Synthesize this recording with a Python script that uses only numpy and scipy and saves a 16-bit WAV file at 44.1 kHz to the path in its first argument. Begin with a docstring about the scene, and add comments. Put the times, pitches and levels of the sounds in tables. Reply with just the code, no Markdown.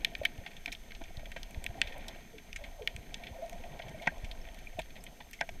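"""Water murmurs and crackles on a sealed camera housing over faint hiss and whine, while shrimps snap
throughout. Water is coloured noise; far snaps and bubbles excite the wall's modes. Near snaps are a pulse plus
decaying scatter through those modes. Air pockets gulp as short sines, and a few low thumps hum the same way;
low lumps of water are brief sine pulses, and grit knocks as noise bursts in the low modes. The wall notches all
but the electronics."""
import sys
import numpy as np
from scipy import signal
from scipy.fft import rfft, irfft, next_fast_len
from scipy.io import wavfile
from scipy.ndimage import uniform_filter1d, map_coordinates

SR = 44100
rng = np.random.default_rng(int(sys.argv[2]) if len(sys.argv) > 2 else 0)


def store_pcm(level_fs):
    """Save levels as 16-bit WAV."""
    pcm = np.round(np.clip(level_fs, -1, 1) * 32767).astype(np.int16)
    wavfile.write(sys.argv[1], SR, np.atleast_2d(pcm).T)


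N = 246959

# low housing resonances: centre_hz, width_hz, gain_db
HOLLOW_MODES = [(540, 95, 3.5), (676, 97, 7.5), (824, 80, -5), (930, 150, -3.5)]
# middle housing resonances: centre_hz, width_hz, gain_db
RING_MODES = [(1631, 64, 12.5), (1873, 150, 16), (2290, 405, 16), (3220, 1200, 12), (3870, 2700, 4),
              (4320, 360, -26)]
# upper housing resonances: centre_hz, width_hz, gain_db
TREBLE_MODES = [(5180, 2140, 7.5), (8500, 4400, 4)]


def amp(db):
    """Decibels to gain."""
    return 10 ** (np.asarray(db) / 20)


def unit(x):
    """Scaled to rms 1."""
    return x / np.sqrt(np.mean(x ** 2) + 1e-20)


def shape(points):
    """Gain curve through (Hz, dB) points on a log axis; -120 dB outside them."""
    point_hz, point_db = np.transpose(points)

    def gain(hz):
        return amp(np.interp(np.log(hz + 1), np.log(point_hz + 1), point_db, left=-120, right=-120))
    return gain


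def peak(f, hz, width):
    """One causal resonance, gain 1 at its centre."""
    return 1j * f * width / (hz * hz - f * f + 1j * f * width)


def modes(table):
    """Resonances summed with like signs leave notches between; a window confines the group."""
    low_hz, high_hz = table[0][0], table[-1][0]
    centre_hz, width_hz = np.sqrt(low_hz * high_hz), 1.15 * high_hz - .85 * low_hz

    def response(f):
        total = sum(amp(db) * peak(f, hz, width) for hz, width, db in table)
        return peak(f, centre_hz, width_hz) ** 2 * total
    return response


def filtered(x, response):
    """x through a complex response of frequency."""
    n = x.shape[-1]
    m = next_fast_len(n + 8192)  # padding for the ringing
    spectrum = rfft(x, m) * response(np.fft.rfftfreq(m, 1 / SR))
    return irfft(spectrum, m)[..., :n]


def wobble(rate_hz):
    """A smooth random curve, rate_hz knots a second."""
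    return map_coordinates(rng.standard_normal(700), [np.arange(N) * rate_hz / SR])


def noise(response, flutter_db, rate_hz):
    """Coloured noise of rms 1 whose level flutters."""
    source = amp(flutter_db * wobble(rate_hz)) * rng.standard_normal(N)
    return unit(filtered(source, response))


def add(track, s, sound):
    """Mixes a sound in at time s."""
    part = track[round(s * SR):][:len(sound)]
    part += sound[:len(part)]


def far_snaps(count, spread_db, t60_s):
    """Distant snaps at random times, most of them faint, each smeared by the stones."""
    when, size = rng.random((count, 2)).T
    hits = np.bincount((when * N).astype(int), amp(-spread_db * np.log(size + .004)), N)
    smear = amp(-60 * np.arange(2000) / SR / t60_s)
    return unit(signal.fftconvolve(hits, smear)[:N] * rng.standard_normal(N))


def pops(count, centre_hz, spread_db, cycles):
    """Clusters of tiny distant bubbles, each a few cycles at its own pitch."""
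    when, near, size, tone, life = rng.random((count, 5)).T
    clusters = np.floor(when * 90) * .618 % 1  # ninety swarms spread over the whole time
    start = ((clusters * N + near ** 2 * 0.055 * SR) % N).astype(int)
    hz = centre_hz * 2 ** (1.473 * tone - .6)
    t = np.arange(700) / SR
    decay_per_s = hz / (cycles * (0.34 + life))
    onset = 1 - np.exp(-t / 0.00076)
    taper = np.cos(np.pi / 2 * t / t[-1])
    bubbles = np.sin(2 * np.pi * hz[:, None] * t) * np.exp(-decay_per_s[:, None] * t) * onset * taper
    bubbles *= amp(-spread_db * np.log(size + 0.013))[:, None]
    positions = start[:, None] + np.arange(700)
    return unit(np.bincount(positions.ravel(), bubbles.ravel(), N + 700)[:N])


def water():
    """Surge and murmur come through the walls; wash and far crackle excite the housing's resonances."""
    # water on the housing: start_s, surge_db, murmur_db, hollow_wash_db, crackle_db
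    water_levels = [(0.0, -46, -56.5, -59.5, -58.5), (0.34, -53, -56.5, -58, -59),
                    (0.51, -49.5, -60.5, -60.5, -59), (0.78, -50.5, -61, -64.5, -62.5),
                    (1.08, -45, -63, -62, -60), (1.53, -48, -56.5, -59.5, -61),
                    (1.76, -41, -54.5, -52.5, -59), (1.95, -44.5, -57, -52.5, -55),
                    (2.12, -45.5, -56, -55, -53.5), (2.32, -53, -60, -65, -63.5),
                    (2.65, -45.5, -62, -59, -59), (2.84, -47.5, -63, -57.5, -65.5),
                    (3.17, -50, -54.5, -58, -57), (3.34, -50.5, -57, -56.5, -60),
                    (4.04, -49, -55.5, -53.5, -56.5), (4.15, -43, -57.5, -55, -59),
                    (4.82, -48.5, -64.5, -62, -60.5), (5.01, -49, -59.5, -59.5, -65.5),
                    (5.33, -53, -64.5, -65.5, -66.5), (5.6, -40.5, -58, -62.5, -63)]
    # low surge spectrum: freq_hz, density_db
    surge_spectrum = [(8.8, -4), (15, 9.5), (35, 2.5), (67, -6.5), (113, -25.5), (130, -27), (170, -78),
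                      (290, -120)]
    # murmur spectrum: freq_hz, density_db
    murmur_spectrum = [(59, -26), (100, -5.5), (134, -0.5), (237, 0.5), (295, -5), (450, -6.5), (580, -46),
                       (990, -120)]
    s, *levels_db = np.transpose(water_levels)
    surge, murmur, hollow, crackle = (amp(np.interp(np.arange(N) / SR, s, db)) for db in levels_db)

    low = surge * noise(shape(surge_spectrum), flutter_db=0.9, rate_hz=15.0)
    low += murmur * noise(shape(murmur_spectrum), flutter_db=1.95, rate_hz=20)

    gurgle = unit(filtered(pops(count=500, centre_hz=619, spread_db=2.5, cycles=3.7), modes(HOLLOW_MODES)))
    wash = noise(modes(HOLLOW_MODES), flutter_db=2.7, rate_hz=30) + amp(-4) * gurgle

    steady = amp(1.26 * wobble(25.01)) * rng.standard_normal(N)
    dull = steady + 0.76 * far_snaps(count=600, spread_db=1.0, t60_s=0.012)
    fizz = pops(count=1800, centre_hz=2430, spread_db=2.0, cycles=6.3)
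    bright = far_snaps(count=400, spread_db=8.5, t60_s=.012)
    far = unit(filtered(dull, lambda f: modes(RING_MODES)(f) * peak(f, 1340, 1020)))
    far += amp(-4) * unit(filtered(fizz, modes(RING_MODES)))
    far += amp(-26.0) * unit(filtered(bright, modes(TREBLE_MODES)))
    return low + hollow * unit(wash) + crackle * unit(far)


def electronics():
    """Amplifier hiss, and a thin whine whose sign flips to and fro; its octave pulses without flipping."""
    # hiss spectrum: freq_hz, density_db
    hiss_spectrum = [(300, -45), (900, -11), (1300, 2), (1700, -10), (3000, 2.5), (5000, -2.5),
                     (6300, -1.5), (7300, -5), (9000, -4.5), (11000, -10), (13800, -7.5), (16400, -14)]
    line_hz, flip_hz = 6308.65, 15.08  # the sensor's whine; full cycles of its sign
    t = np.arange(N) / SR
    turn = np.tanh(6 * np.sin(2 * np.pi * flip_hz * t))
    whine = amp(-68.0 + 0.46 * wobble(8.2)) * turn * np.sin(2 * np.pi * line_hz * t)
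    pulsing = 1 + .25 * np.sin(4 * np.pi * flip_hz * t)
    octave = amp(-72.5) * pulsing * np.sin(4 * np.pi * line_hz * t)
    hiss = amp(-65.5) * noise(shape(hiss_spectrum), flutter_db=0.59, rate_hz=24)
    return hiss + whine + octave


def snaps():
    """A claw's bubble collapses: a sharp front, then scatter from the seabed; treble dies first."""
    # snaps and ticks: start_s, level_db, centre_hz, treble_db, treble_hz, air_db, t60_s
    snap_events = [(0.0471, -13.5, 2850, -17, 5280, -20, 0.014), (0.1511, -26, 2770, -20, 5240, -31, 0.012),
                   (0.183, -48, 2310, -16, 6280, 6, .029), (0.2334, -30, 2340, -26, 6300, -21, 0.045),
                   (0.2509, -9, 2400, -24.5, 6040, -22, 0.028), (0.378, -43, 2250, -10, 6300, -13, .025),
                   (0.4622, -27.5, 2880, -35, 6600, -38, 0.031), (0.4744, -34, 2480, -23, 6300, -25, 0.039),
                   (0.5144, -40.5, 2450, -21, 6300, -26, .032), (0.566, -34, 3140, -16, 6300, -31, 0.035),
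                   (0.659, -24, 2600, -15.5, 5260, -23, 0.013),
                   (0.6782, -25.5, 2220, -37, 6300, -40, 0.039), (0.7187, -30, 3700, -21, 6300, -23, 0.025),
                   (0.7238, -21, 2320, -7, 5200, -15.5, 0.066), (0.7495, -32, 3320, -29, 6300, -27, .028),
                   (0.907, -33.5, 2240, -25, 6300, -28, 0.044), (0.919, -36.5, 2100, -29, 6300, -28, 0.013),
                   (0.949, -34, 3130, -14, 6300, -29, 0.041), (1.015, -40.5, 2000, -14, 6300, -20, 0.037),
                   (1.0383, -34.5, 2400, -8, 5900, -25, 0.043), (1.17, -40, 4120, -23, 6300, -28, 0.011),
                   (1.1942, -36.5, 1800, -19, 6300, -30, 0.045), (1.256, -35, 2400, -18, 6300, -32, 0.024),
                   (1.3174, -31, 2550, -20, 6890, -21, .025), (1.3627, -24, 1600, -19, 6300, -35, 0.096),
                   (1.431, -33.5, 3100, -4.5, 5320, -15, 0.015), (1.508, -42.5, 2330, -4, 6790, -5, 0.023),
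                   (1.5448, -37.5, 2280, -26, 6300, -30, 0.017),
                   (1.641, -33.5, 2300, -1.5, 8100, -7, 0.012),
                   (1.6637, -22.5, 2470, -29, 7200, -21, 0.014),
                   (1.8156, -14, 2400, -18.5, 7660, -38, 0.0088),
                   (1.8715, -23, 2370, -18, 5330, -24, 0.086), (1.9222, -26.5, 1810, -32, 6300, -29, 0.095),
                   (1.9808, -47.5, 2540, -12, 6300, 6, 0.015), (2.0092, -44, 3170, -22, 6300, -26, .031),
                   (2.0821, -26.5, 3370, -5, 5200, -12, 0.036), (2.382, -34, 2320, -18, 6300, -29, 0.034),
                   (2.5293, -33.5, 2980, -10, 5370, -37, 0.0097),
                   (2.5602, -22, 2070, -11, 6600, -25, 0.044), (2.639, -24.5, 2180, -21, 6300, -27, 0.094),
                   (2.8213, -36.5, 2300, -25, 6300, -34, 0.034),
                   (2.8743, -17.5, 2400, -23, 5260, -25, 0.011),
                   (2.9634, -34.5, 2490, -8.5, 7540, -22, 0.011),
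                   (3.1425, -26.5, 3270, -9, 5370, -37, 0.016), (3.236, -26.5, 2440, -32, 6300, -24, 0.072),
                   (3.268, -26, 2330, -32, 6300, -31, 0.053), (3.496, -41, 2200, -5.5, 6400, -7, 0.01),
                   (3.5293, -41.5, 2430, -5, 6300, -22, 0.019), (3.6374, -35, 1850, -29, 6300, -27, .034),
                   (3.7912, -32, 2600, -28, 6300, -28, 0.041), (3.8197, -30, 2840, -30, 6300, -27, 0.048),
                   (3.882, -34.5, 2360, -16, 6300, -25, 0.044), (4.0195, -26, 2560, -17, 6630, -21, 0.11),
                   (4.059, -27, 2130, -23, 6150, -39, 0.097), (4.072, -17.5, 1890, -17.5, 5850, -52, 0.035),
                   (4.18, -45, 2930, -6, 6300, -25, .025), (4.2452, -29.5, 2560, -11.5, 6200, -28, 0.051),
                   (4.313, -28.5, 3500, -27, 6300, -22, 0.034), (4.452, -42.5, 1880, -22, 6300, -28, 0.013),
                   (4.4867, -39, 2300, -23, 6300, -28, 0.022), (4.5443, -42, 3380, -7, 6300, -7, 0.033),
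                   (4.588, -38.5, 2610, -10, 6300, -12, 0.043),
                   (4.7912, -21, 2700, -15.5, 7300, -21, 0.053), (4.817, -36, 3410, -22, 6300, -17, .025),
                   (4.905, -39.5, 2490, -24, 6300, -26, .029), (4.956, -39, 2340, -25, 6300, -29, 0.035),
                   (4.964, -31.5, 2270, -22, 6300, -27, 0.07), (5.039, -38, 2290, 1.5, 7960, 2, 0.023),
                   (5.0654, -29.5, 2650, -32, 6300, -27, 0.053),
                   (5.203, -34.5, 3050, -28, 6300, -29, 0.054), (5.221, -46, 2600, -18, 6300, -29, 0.027),
                   (5.311, -43, 3540, -12, 6300, 6, 0.025), (5.3314, -25.5, 2320, -8.5, 6040, -17, 0.086),
                   (5.4073, -36, 2200, -28, 6200, -40, 0.0072),
                   (5.4106, -19.5, 2190, -13, 5770, -46, 0.018), (5.4902, -29, 2440, -13, 5230, -23, 0.023)]
    # topmost resonances: centre_hz, width_hz, gain_db
    air_modes = [(9000, 5200, -7), (13700, 2000, -8.5)]
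    focus, front_db, rise_s = 1.53, 12, 0.00022  # focus: how tightly a snap picks its modes
    out, t = np.zeros(N), np.arange(4096) / SR
    for s, db, hz, treble_db, treble_hz, air_db, t60_s in snap_events:
        chance = rng.standard_normal((4, len(t))) * (1 - np.exp(-(t + 1 / SR) / rise_s))
        chance[:, 24] += amp(front_db)  # the direct pulse
        scatter = amp(-60 * t / t60_s) + amp(-33 - 60 * t / 0.24)  # plus a long faint tail
        # size and distance set which modes speak
        body = lambda f: modes(RING_MODES)(f) * peak(f, hz, 2220) ** focus
        shine = lambda f: modes(TREBLE_MODES)(f) * peak(f, treble_hz, 1500)
        bands = [(body, 0, scatter), (shine, treble_db, scatter ** 1.32),
                 (modes(air_modes), air_db, scatter ** 1.7), (modes(HOLLOW_MODES), -30, scatter)]
        snap = sum(amp(band_db) * unit(filtered(source * fade, colour))
                   for source, (colour, band_db, fade) in zip(chance, bands))
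        # a shorter snap packs its energy tighter
        add(out, s, amp(db - 25) * unit(snap) / np.sqrt(t60_s / 0.038))
    return out


def gulps():
    """Trapped air rings a few cycles, soft at the start, its pitch slightly unsteady; a few low thumps near 150
    Hz hum the same way."""
    # air pockets, and a few low thumps humming near 140-190 Hz: start_s, level_db, pitch_hz, t60_s
    gulp_events = [(0.12, -47, 696, .089), (0.216, -28.5, 620, 0.025), (0.235, -39.5, 660, 0.047),
                   (0.412, -48, 526, 0.041), (1.106, -47.5, 695, .039), (1.232, -42, 684, 0.027),
                   (1.78, -44, 776, 0.077), (2.341, -48, 428, 0.12), (2.612, -46, 590, .11),
                   (2.792, -42, 588, 0.049), (2.813, -39.5, 425, 0.085), (2.824, -43.5, 508, .062),
                   (3.354, -47, 665, .15), (3.388, -43, 545, .11), (3.426, -32.5, 662, 0.127),
                   (3.449, -54, 655, 0.026), (3.525, -42.5, 689, .085), (3.539, -48, 191, .12),
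                   (3.557, -43.5, 680, 0.068), (3.639, -44, 687, 0.065), (3.689, -47, 665, 0.028),
                   (3.707, -50, 143, .19), (3.846, -44.5, 156, 0.16), (3.89, -42.5, 154, .1),
                   (3.947, -40, 652, .06), (3.998, -46, 2150, 0.035), (4.013, -45, 652, 0.054),
                   (4.123, -43, 677, 0.025), (4.4154, -52.5, 5440, .018), (4.6714, -36.5, 2360, 0.017),
                   (4.773, -45, 710, .078), (4.787, -32.5, 666, .042), (4.963, -52, 643, 0.027),
                   (5.008, -53, 5260, .016), (5.3911, -45, 2110, 0.027)]
    out, t = np.zeros(N), np.arange(6000) / SR
    for s, db, hz, t60_s in gulp_events:
        rise_s = 0.0589 * t60_s
        swell = (1 - np.exp(-t / rise_s)) ** 2 * amp(-60 * t / t60_s)
        waver_hz = 25 * unit(uniform_filter1d(rng.standard_normal(len(t)), size=400))
        tone = np.sin(2 * np.pi * np.cumsum(hz + waver_hz) / SR)
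        add(out, s - rise_s, amp(db) * tone * swell / swell.max())
    return out


def lumps():
    """Water pushes on the port: a pull, a push and a rebound of the membrane."""
    # pushes: centre_s, level_db, pitch_hz
    lump_events = [(0.203, -34.5, 53), (0.388, -33, 70), (1.177, -32.5, 86), (1.576, -30, 56),
                   (1.699, -34, 75), (1.792, -49, 70), (1.852, -38.5, 47.7), (2.493, -44, 47.4),
                   (2.624, -44, 41.6), (2.81, -45, 59), (2.955, -35, 74), (2.991, -39, 70),
                   (3.317, -34.5, 63), (3.596, -37.5, 48), (3.942, -40, 74), (4.238, -33, 66),
                   (4.354, -43, 53), (4.444, -43, 53.7), (4.642, -44, 59), (4.758, -36, 59),
                   (5.528, -39.5, 65)]
    half_cycles, onset_share = 0.53, 0.34  # half length in cycles of the pitch; shorter onset
    out, t = np.zeros(N), np.arange(-2205, 2205) / SR
    for s, db, hz in lump_events:
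        half_s = half_cycles / hz * np.where(t < 0, onset_share, 1)
        add(out, s + t[0], amp(db) * np.sin(2 * np.pi * hz * t) * np.exp(-(t / half_s) ** 2))
    return out


def knocks():
    """A blunt, scraping blow wakes the low modes of the housing, most those near the spot it hits."""
    # drifting grit: start_s, level_db, hollow_hz, thud_db, ring_db, t60_s
    knock_events = [(0.463, -42.5, 690, -8, 4, 0.02), (0.675, -40, 740, -2.5, -1, 0.076),
                    (1.012, -40, 700, -1, -6, 0.036), (1.362, -37.5, 700, -13, -1.5, 0.033),
                    (3.798, -36.5, 680, -38, -4, 0.0086), (4.071, -24, 890, -7, 5.5, .04),
                    (4.239, -50, 840, 3.5, 1, 0.024), (4.787, -33.5, 630, -4, -30, 0.008),
                    (4.794, -35, 716, -11, -5, 0.026), (5.204, -43.5, 950, -10, -1, 0.037),
                    (5.411, -27, 800, -16, 2, 0.021), (5.417, -37.5, 710, -19, -2, 0.083),
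                    (5.49, -38, 665, -22, -13, 0.012)]
    # lowest resonances: centre_hz, width_hz, gain_db
    thud_modes = [(162, 22, 3), (249, 140, -13), (326, 420, -14)]
    rise_s, ring_lag_s, ring_over_hollow = 0.00193, 0.00306, 1.87  # last: pitch ratio of mode groups
    out, t = np.zeros(N), np.arange(8192) / SR
    for s, db, hz, thud_db, ring_db, t60_s in knock_events:
        blow = (1 - np.exp(-t / rise_s)) * amp(-60 * t / t60_s)
        hollow = lambda f: modes(HOLLOW_MODES)(f) * peak(f, hz, 280)
        lag = lambda f: np.exp(-2j * np.pi * f * ring_lag_s)
        ring = lambda f: modes(RING_MODES[:3])(f) * peak(f, ring_over_hollow * hz, 480) * lag(f)
        bands = [(modes(thud_modes), thud_db), (hollow, 0), (ring, ring_db)]
        knock = sum(amp(band_db) * unit(filtered(blow * rng.standard_normal(len(t)), colour))
                    for colour, band_db in bands)
        add(out, s - rise_s, amp(db - 18.5) * knock)
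    return out


def scene():
    """All the sea sounds pass through the housing wall, whose cancellations notch them."""
    # cancellations in the wall: centre_hz, width_hz, depth (0-1)
    wall_dips = [(1200, 300, .55), (1705, 110, .9), (2850, 200, .6), (3800, 150, .6), (4780, 200, .6)]
    sea = water() + snaps() + gulps() + lumps() + knocks()

    def wall(f):
        return np.prod([1 - depth * peak(f, hz, width) for hz, width, depth in wall_dips], axis=0)
    return filtered(sea, wall)[None]


def record(dry):
    """The camera adds its own noise, fades at the top and keeps nothing above its band limit."""
    # the camera's top end: freq_hz, gain_db
    top_fade = [(1, 0), (15150, 0), (15350, -9), (16600, -21)]
    top_hz = 16600
    return filtered(dry + electronics(), lambda hz: shape(top_fade)(hz) * (hz < top_hz))


dry = scene()
out = record(dry)
store_pcm(out)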